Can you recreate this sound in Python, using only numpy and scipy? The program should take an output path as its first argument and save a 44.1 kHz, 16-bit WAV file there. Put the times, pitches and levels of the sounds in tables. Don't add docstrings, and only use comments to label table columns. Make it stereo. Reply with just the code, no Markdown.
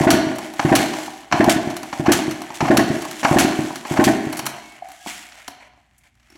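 import sys
import numpy as np
from scipy import signal
from scipy.fft import rfft, irfft
from scipy.io import wavfile
from scipy.ndimage import uniform_filter1d, minimum_filter1d

SR = 44100
rng = np.random.default_rng(int(sys.argv[2]) if len(sys.argv) > 2 else 0)


def unload_audio(sound):
    columns = np.transpose(np.atleast_2d(sound))
    steps = np.round(np.clip(columns, -1, 1) * 32767)
    wavfile.write(sys.argv[1], SR, steps.astype(np.int16))


def volts_from_db(level):
    exponent = np.asarray(level, float) / 20
    return 10 ** exponent


N = 280917
T = np.arange(N) / SR


def shape(x, points):
    hz, db = np.transpose(points)
    size = 4096
    grid_hz = np.arange(size // 2 + 1) * SR / size
    gain = volts_from_db(np.interp(np.log(grid_hz + 1), np.log(hz), db))
    cepstrum = irfft(np.log(gain))
    cepstrum[1:size // 2] *= 2
    cepstrum[size // 2 + 1:] = 0
    response = irfft(np.exp(rfft(cepstrum)))
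    return signal.fftconvolve(np.atleast_2d(x), response[None], axes=1)[:, :x.shape[-1]]


def band(x, lo_hz, hi_hz):
    sos = signal.butter(3, [lo_hz, min(hi_hz, .49 * SR)], "band", fs=SR, output="sos")
    return signal.sosfilt(sos, x)


def unit(x):
    return x / np.sqrt(np.mean(x ** 2))


def ring(modes, seconds=.5):
    t = np.arange(int(seconds * SR)) / SR
    return sum(volts_from_db(db) * np.sin(2 * np.pi * hz * t) * 1000 ** (-t / t60) for hz, db, t60 in modes)


def add(out, s, x, db):
    i = int(max(s, 0) * SR)
    out[i:i + len(x)] += (volts_from_db(db) * x / np.abs(x).max())[:N - i]


def walk(rate):
    k = int(SR / rate)
    held = np.repeat(rng.standard_normal(N // k + 1), k)
    return unit(uniform_filter1d(uniform_filter1d(held, k), k)[:N])


# f/Hz, relative density/dB
AIR_SPECTRUM = [(15, -28), (25, -19), (48, 2.5), (123, -12.5), (343, -29), (498, -53), (600, -40.5),
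                (780, -67), (1320, -120)]


def room_air():
    return volts_from_db(-58) * unit(shape(rng.standard_normal((2, N)), AIR_SPECTRUM))


# f/Hz, mean rms level/dB
HUM = [(59.2, -57.5), (118.4, -70), (231.5, -78), (312.2, -89)]


def mains_hum():
    hum = sum(np.sqrt(2) * volts_from_db(db) * np.sin(2 * np.pi * hz * T) for hz, db in HUM)
    return hum * volts_from_db(1.5 * walk(19))


# f/Hz, t60/s, relative level/dB
GARAGE = [(100, 0.49, -6.5), (300, 0.98, -7), (694, 0.89, -4.5), (1500, 1, -9), (3500, 0.82, -5.5),
          (8100, 0.53, -14), (14000, 0.22, -14.5)]


def garage(x):
    hz, t60, db = np.transpose(GARAGE)
    t = np.arange(int(1.3 * SR)) / SR
    rise = np.clip((t - .006) / .015, 0, 1)
    tail = 0
    for f in 60 * 2 ** np.arange(0, 8.1, .5):
        decay_s = np.interp(np.log(f), np.log(hz), t60)
        fade = rise * 1000 ** (-t / decay_s)
        part = band(rng.standard_normal((2, len(t))), f / 2 ** .25, f * 2 ** .25)
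        level = volts_from_db(np.interp(np.log(f), np.log(hz), db))
        tail = tail + part * fade / np.sqrt(np.sum(fade ** 2)) * level
    return signal.fftconvolve(x[None], tail, axes=1)[:, :N]


# start t/s, end t/s, mean f/Hz, level/dB, second partial f/Hz, its level/dB
SQUEAKS = [(4.63, 4.83, 2210, -45, 2650, -52), (5.0, 5.06, 1650, -42, 3300, -46)]


def squeaks():
    out = np.zeros(N)
    drift = np.cumsum(1 + .006 * walk(120)) / SR
    flutter = volts_from_db(3 * walk(50))
    for t0, t1, hz, db, hz2, db2 in SQUEAKS:
        swell = np.sin(np.pi * np.clip((T - t0) / (t1 - t0), 0, 1) ** 0.48)
        first = volts_from_db(db) * np.sin(2 * np.pi * hz * drift)
        second = volts_from_db(db2) * np.sin(2 * np.pi * hz2 * drift)
        out += swell * flutter * (first + second)
    return out


# t/s, peak level/dB, f/Hz, t60/s
BUMPS = [(4.421, -33, 137, 0.66), (4.820, -21.5, 737, 0.025), (4.845, -42, 760, 0.25),
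         (5.066, -24.5, 276, 0.012), (5.479, -47, 343, 0.026), (6.299, -52, 330, 0.031),
         (6.299, -47, 5500, .015), (6.321, -48, 327, 0.022), (6.323, -53, 5500, .015),
         (6.35, -42.5, 331, 0.039)]


def bumps():
    out = np.zeros(N)
    t = np.arange(int(.008 * SR)) / SR
    for s, db, hz, t60 in BUMPS:
        push = np.hanning(len(t)) * np.sin(2 * np.pi * hz * t)
        hollow = ring([(hz, 0, t60), (hz * 1.6, -4, t60)])
        add(out, s, signal.fftconvolve(push, hollow), db)
    return out


# t/s, whirr level/dB, rumble level/dB, hiss level/dB
SHIFTING = [(0, -38, -31, -42.5), (1.15, -45, -59, -47), (1.31, -49, -63, -58), (1.9, -44.5, -66, -48.5),
            (2.5, -43.5, -51, -54.5), (3.2, -39, -44, -38), (3.8, -45.5, -61, -47.5),
            (4.55, -40, -36.5, -50), (4.68, -52, -65, -49), (4.81, -49.5, -50, -58),
            (5.04, -46.5, -71, -43), (5.38, -46.5, -51.5, -52), (5.47, -48.5, -65, -55.5),
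            (5.6, -51.5, -60, -66), (5.83, -64.5, -79, -69.5), (6.2, -64.5, -72.5, -70),
            (6.37, -51.5, -61, -57.5)]
# start t/s, grind level/dB, jangle level/dB after the stop, coasting level/dB
STROKES = [(-0.05, 4, -5, -9), (0.6, -1.5, -5, 2), (1.33, 0.5, -4, -3), (1.935, -1, -2, 3),
           (2.61, 1.5, -7, -4.5), (3.24, 9.5, 3, 4), (3.86, 4.5, 3, -2.5)]
# t/s, level/dB, contact scale/ms (held within 1 to 20)
STOPS = [(0.1038, -1.5, 13), (0.752, -3.5, 15.5), (1.4946, -10, 10), (2.1184, -6.5, 21), (2.7701, -5, 13),
         (3.3858, -2.5, 18), (4.04, -7.6, 12)]
# level/dB relative to the stroke, or t60/s
GRIND_FROM_DB = (-41, -39, -42.5)
GRIND_TO_DB = (-17, -40, -39)
JANGLE_DB = (-31, -17, -15)
JANGLE_T60_S = (.12, 0.2, 0.2)
COAST_DB = (-26, -29.5, -35)
COAST_T60_S = (0.78, 0.83, 1.25)
# t/s, whirr level/dB, rumble and hiss relative level/dB, t60/s, foot lifts after t/s
SCUFFS = [(2.54, -41.5, -12, 6, .4, 0.068), (5.068, -33, -30, -0.5, 0.64, 0.36),
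          (5.6, -52.5, 1.5, -11, 2.5, 0.084), (6.035, -57, -7, -3.5, 0.68, .06)]


def column(values):
    return np.array(values, float)[:, None]


def fade_from(s, t60):
    return (T >= s) * 1000. ** (-np.maximum(T - s, 0) / t60)


def rub_levels():
    s, whirr, rumble, hiss = np.transpose(SHIFTING)
    out = np.array([volts_from_db(np.interp(T, s, c)) for c in (rumble, whirr, hiss)])
    grind_from, grind_to = column(GRIND_FROM_DB), column(GRIND_TO_DB)
    for (start, grind_db, jangle_db, coast_db), (stop, _, _) in zip(STROKES, STOPS):
        way = (T - start) / (stop - start)
        down = (way >= 0) & (way < 1)
        out[:, down] += volts_from_db(grind_db + grind_from + (grind_to - grind_from) * way[down])
        out += volts_from_db(jangle_db + column(JANGLE_DB)) * fade_from(stop, column(JANGLE_T60_S))
        out += volts_from_db(coast_db + column(COAST_DB)) * fade_from(stop, column(COAST_T60_S))
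    for s, db, rumble_db, hiss_db, t60, slide in SCUFFS:
        on_floor = np.clip(np.minimum(T - s, s + slide - T) / 0.0042, 0, 1)
        out += volts_from_db(db + column([rumble_db, 0, hiss_db])) * fade_from(s, t60) * on_floor
    return out


# f/Hz, relative density/dB
RUB_COLOUR = [(290, -35), (500, -27), (750, 0), (1510, 1.5), (2130, 8.5), (3340, -4.5), (3920, -12.5),
              (4940, -13), (7310, -11), (14200, -25), (16000, -23)]
# f/Hz, relative level/dB, t60/s (f is nominal: each blow detunes it)
FRAME = [(710, -16, 0.02), (727, -1, 0.092), (816, 10, 0.027), (953, -0.5, 0.037), (1033, -10, 0.1),
         (300, -6, 0.078)]
# f/Hz, relative level/dB, t60/s
SILENCER = [(504, -7.5, 0.047), (639, -2, 0.051), (666, -2, 0.061), (760, 1.5, 0.034), (898, -4.5, 0.028),
            (1060, -4, 0.051), (1504, 2.5, 0.012), (1700, -4.5, 0.022), (1808, -2, 0.027),
            (2376, -39.5, 0.0082)]


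def rubbing():
    rumble, whirr, hiss = rub_levels()
    strength = np.minimum(rng.exponential(1, (2, N // 90 + 1)), 3).repeat(90, axis=1)[:, :N]
    ticks = rng.standard_normal((2, N)) * volts_from_db(3 * strength)
    ticks *= volts_from_db(2.0 * walk(24.84))
    broad = shape(ticks, RUB_COLOUR)
    rung = signal.fftconvolve(ticks, ring(FRAME + SILENCER, 0.15)[None], axes=1)[:, :N]
    low = rumble * unit(band(rung, 450, 1230))
    middle = whirr * unit(band(broad, 1175, 3520))
    high = hiss * unit(band(broad, 3544, 16500))
    return low + middle + high


# t/s, level/dB, contact scale/ms
BITES = [(0.5935, -8.5, 7.9), (1.3134, -18.5, 9), (1.3239, 0.5, 6.6), (1.927, -17, 8.7), (2.605, -9.5, 12),
         (3.2301, -13, 8), (3.247, -2.5, 10), (3.8501, -22, 8)]
# t/s, level/dB, contact scale/ms (held within 1 to 20)
LOADS = [(0.68, -13, 15), (1.37, -20, 12), (2.052, -9, 24), (2.6444, -13.5, 6.5), (2.669, -10.5, 22),
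         (3.277, -15, 11), (3.96, -8.5, 12)]
# t/s, crack level/dB, knock and fizz relative level/dB, contact scale/ms
TICKS = [(0.024, -26, -4, -11, 9), (0.3561, -34, 0, 3, 12), (0.3835, -25.5, 3.5, 2.5, 8),
         (0.5364, -31, 5, 0, 6), (0.9374, -21.5, 3, -22, 6.5), (0.9852, -32.5, 15, -2, 5),
         (1.0591, -28.5, -21, -5, 13), (1.0794, -38, 20.5, -14, 6), (1.1363, -35, 3, -16, 6.5),
         (1.2324, -40, 6, -11, 6.5), (1.4417, -15, 3, -1, 6), (1.7005, -27, 4, -6, 19),
         (1.7653, -20.5, -2.5, -3, 8.5), (1.8302, -26, 4, -3, 8), (2.309, -22, -22, -3, 13),
         (2.4174, -26, 5, 1, 4.5), (2.5027, -29.5, 9, -17, 4.8), (3.0071, -31, -5, -19, 9),
         (3.02, -26, 4, 0, 8.3), (3.0501, -24.5, 4, -3, 6.5), (3.1102, -22.5, -12, -2, 6.3),
         (3.6651, -30, -3, -20, 5), (3.7044, -45.5, 26, -12, 6), (3.7562, -21, -8, -2.5, 7.6),
         (4.3261, -22, -0.5, 0.5, 9), (4.369, -25, -6, 2, 19), (4.3909, -17.5, 1.5, 2.5, 9.3),
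         (4.455, -24, -9, 3, 9.6), (4.4642, -15, -3.5, 1.5, 6.4), (4.8854, -43, 9, 6.5, 5),
         (4.901, -40.5, 0, -4, 5), (4.9167, -34.5, -15, 0, 6.5), (5.0608, -31, 11, -3.5, 4),
         (5.3198, -33, -13, -24, 7), (5.4784, -23, -2.5, -1, 7), (5.718, -61, 1, -10, 3),
         (5.735, -52, 3, -14.5, 3), (5.7744, -60, 17, -9.5, 7), (5.798, -61, 9, -12, 5),
         (5.98, -58, -6, 13, 12), (6.0352, -54.5, -3.5, -2.5, 9), (6.153, -55, -10, -3, 4),
         (6.197, -54, -3, -11, 5), (6.2277, -53, -17, -7, 6.5), (6.2637, -58, -12, -7, 5),
         (6.3008, -47, -5, 1, 5), (6.322, -46, -22, -5, 4), (6.3544, -42, -3.5, -8, 11)]
# crack, knock, clang, fizz relative level/dB, attack/ms
BITE_MIX = (-8, 1, -0.5, -28.5, .5)
LOAD_MIX = (-13, -1, -4.5, -28, 12.5)
STOP_MIX = (-0.5, -25.5, -2, -3.5, .5)


def contacts():
    rows = []
    for table, mix in ((BITES, BITE_MIX), (LOADS, LOAD_MIX), (STOPS, STOP_MIX)):
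        for s, db, ms in table:
            rows.append((s, *(db + np.array(mix[:-1])), ms, mix[-1]))
    for s, db, knock, fizz, ms in TICKS:
        rows.append((s, db, db + knock, db - 1.5, db + fizz, ms, .5))
    return rows


# nominal f/Hz (each blow detunes it), relative level/dB, t60/s
LEVER = [(1430, -2, .008), (1750, 0, .012), (2280, -2, .008), (3150, 0, .008), (4500, 0, .01),
         (5960, -2, .012)]


def blows():
    out = np.zeros(N)
    t = np.arange(2000) / SR
    rows = contacts()
    detune = np.exp(.03 * rng.standard_normal((len(rows), len(LEVER))))
    noises = rng.standard_normal((len(rows), 2000))
    for row, noise, ratios in zip(rows, noises, detune):
        s, crack_db, knock_db, clang_db, fizz_db, ms, attack_ms = row
        u = np.maximum(t - attack_ms / 1000, 0) / (np.clip(ms, 1, 20) / 1000)
        attack = np.minimum(t / (attack_ms / 1000), 1)
        contact = attack * (np.exp(-u ** 2) + 0.39 * np.exp(-t / 0.049))
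        tones = rfft(noise * contact)
        chatter = irfft(tones / np.abs(tones) ** .7) * np.sqrt(contact)
        lever = ring([(hz * k, g, t60) for (hz, g, t60), k in zip(LEVER, ratios)], 0.052)
        frame = ring([(hz * k, g, t60) for (hz, g, t60), k in zip(FRAME, ratios)], .2)
        metal = unit(chatter) + .4 * unit(signal.fftconvolve(chatter, lever)[:len(t)])
        fizz = band(chatter, 6500, 11500) + .5 * band(chatter, 11500, 16500)
        add(out, s, signal.fftconvolve(chatter, frame), knock_db)
        add(out, s, band(metal, 1180, 2530), clang_db)
        add(out, s, band(metal, 2500, 6500), crack_db)
        add(out, s, fizz, fizz_db)
    return out


# t/s (sounding 3 ms later), level/dB
PUFFS = [
    [(0.004, -5), (0.064, 8), (0.137, -4), (0.264, -14), (0.305, -14.5)],
    [(0.645, -4), (0.713, 2.5), (0.793, -7.5), (0.909, -22.5), (1.073, -39)],
    [(1.337, -11.5), (1.395, 2.5), (1.473, 0.5), (1.558, -7), (1.669, -11)],
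    [(1.993, -10), (2.078, 4), (2.157, -18), (2.276, -12)],
    [(2.622, -8), (2.697, 4.5), (2.779, 2.8), (2.899, -8.5)],
    [(3.308, -4), (3.357, 5), (3.443, -4), (3.586, -9), (3.638, -17.5)],
    [(3.907, -10.5), (3.987, 3), (4.065, 4), (4.265, -13.5), (4.534, -35)],
]
# f/Hz, relative level/dB, t60/s
PIPE = [(45.2, -13, 0.16), (123, -29.5, 0.088), (157.4, -1.5, 0.092), (239.5, 2.5, 0.051),
        (272.6, -5, 0.17), (312.2, -2.5, 0.3), (339.5, -4.5, 0.2)]
# gap since the last puff t/s, thud, rasp relative level/dB
BY_GAP = [(.065, -21, -4), (0.081, -29.5, -6.5), (.12, -5.5, -13), (0.199, -6.5, -11.5)]


def exhaust():
    out = np.zeros(N)
    t = np.arange(400) / SR
    dip = -np.exp(-((t - .0015) / 0.00044) ** 2)
    thud = signal.fftconvolve(dip, ring(PIPE[:3]))
    boom = signal.fftconvolve(dip, ring(PIPE[3:]))
    shell = ring(SILENCER, 0.34)
    lag = np.arange(2000) / SR
    gas_envelope = np.exp(-lag / 0.013) * np.minimum(lag / 0.0079, 1)
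    gaps, thuds, rasps = np.transpose(BY_GAP)
    for kick in PUFFS:
        since = np.diff(np.transpose(kick)[0])
        thud_db = [-3, *np.interp(since, gaps, thuds)]
        rasp_db = [-10, *np.interp(since, gaps, rasps)]
        gas = rng.standard_normal((len(kick), 2000)) * gas_envelope
        for (s, db), low_db, hiss_db, g in zip(kick, thud_db, rasp_db, gas):
            s = s + 0.00296
            add(out, s, thud, db + low_db)
            add(out, s, boom, db)
            add(out, s + 0.002044, signal.fftconvolve(g, shell), db + hiss_db)
    return out


# f/Hz, gain/dB
WIDE = [(60, -16), (110, -39), (200, -24), (380, -21.5), (700, -16), (1290, -11.5), (2380, -15), (4400, -5),
        (8120, -5.5), (15000, -6.5)]
# f/Hz, level difference/dB
LEAN = [(60, 0), (110, 1.5), (200, -0.5), (380, 1), (700, 2), (1290, 5), (2380, 2.5), (4400, 1.5),
        (8120, 1), (15000, 0.0)]


def scene():
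    near = exhaust() + blows() + bumps() + squeaks()
    hum, air = mains_hum(), room_air()
    rub = rubbing()
    diffuse = garage(near + .5 * rub[0]) + 0.89 * rub
    mid = near + hum + air[0] + diffuse[0]
    direct_side = 0.18 * np.roll(band(near, 510, 16500), 9)
    side = shape(2.1 * diffuse[1] + direct_side, WIDE)[0] + .6 * air[1]
    left = shape(mid + side, [(hz, db / 2) for hz, db in LEAN])[0]
    right = shape(mid - side, [(hz, -db / 2) for hz, db in LEAN])[0]
    return np.array([left, right])


def low_pass(x):
    return signal.sosfilt(signal.butter(12, 16810, fs=SR, output="sos"), x)


# f/Hz, gain/dB
TONE_COLOUR = [(20, -27.5), (80, -5.5), (380, 2.5), (480, -8), (580, -1), (8500, -0.5), (9000, -6.5),
               (9600, 1), (10200, 0.5), (13000, -1), (16500, -7), (16900, -44.5)]


def record(dry):
    x = shape(dry, TONE_COLOUR)
    gain = np.minimum(1, .88 / (np.abs(x).max(axis=0) + 1e-9))
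    gain = uniform_filter1d(minimum_filter1d(gain, size=441), size=441)
    return low_pass(x * gain)


dry = scene()
out = record(dry)
unload_audio(out)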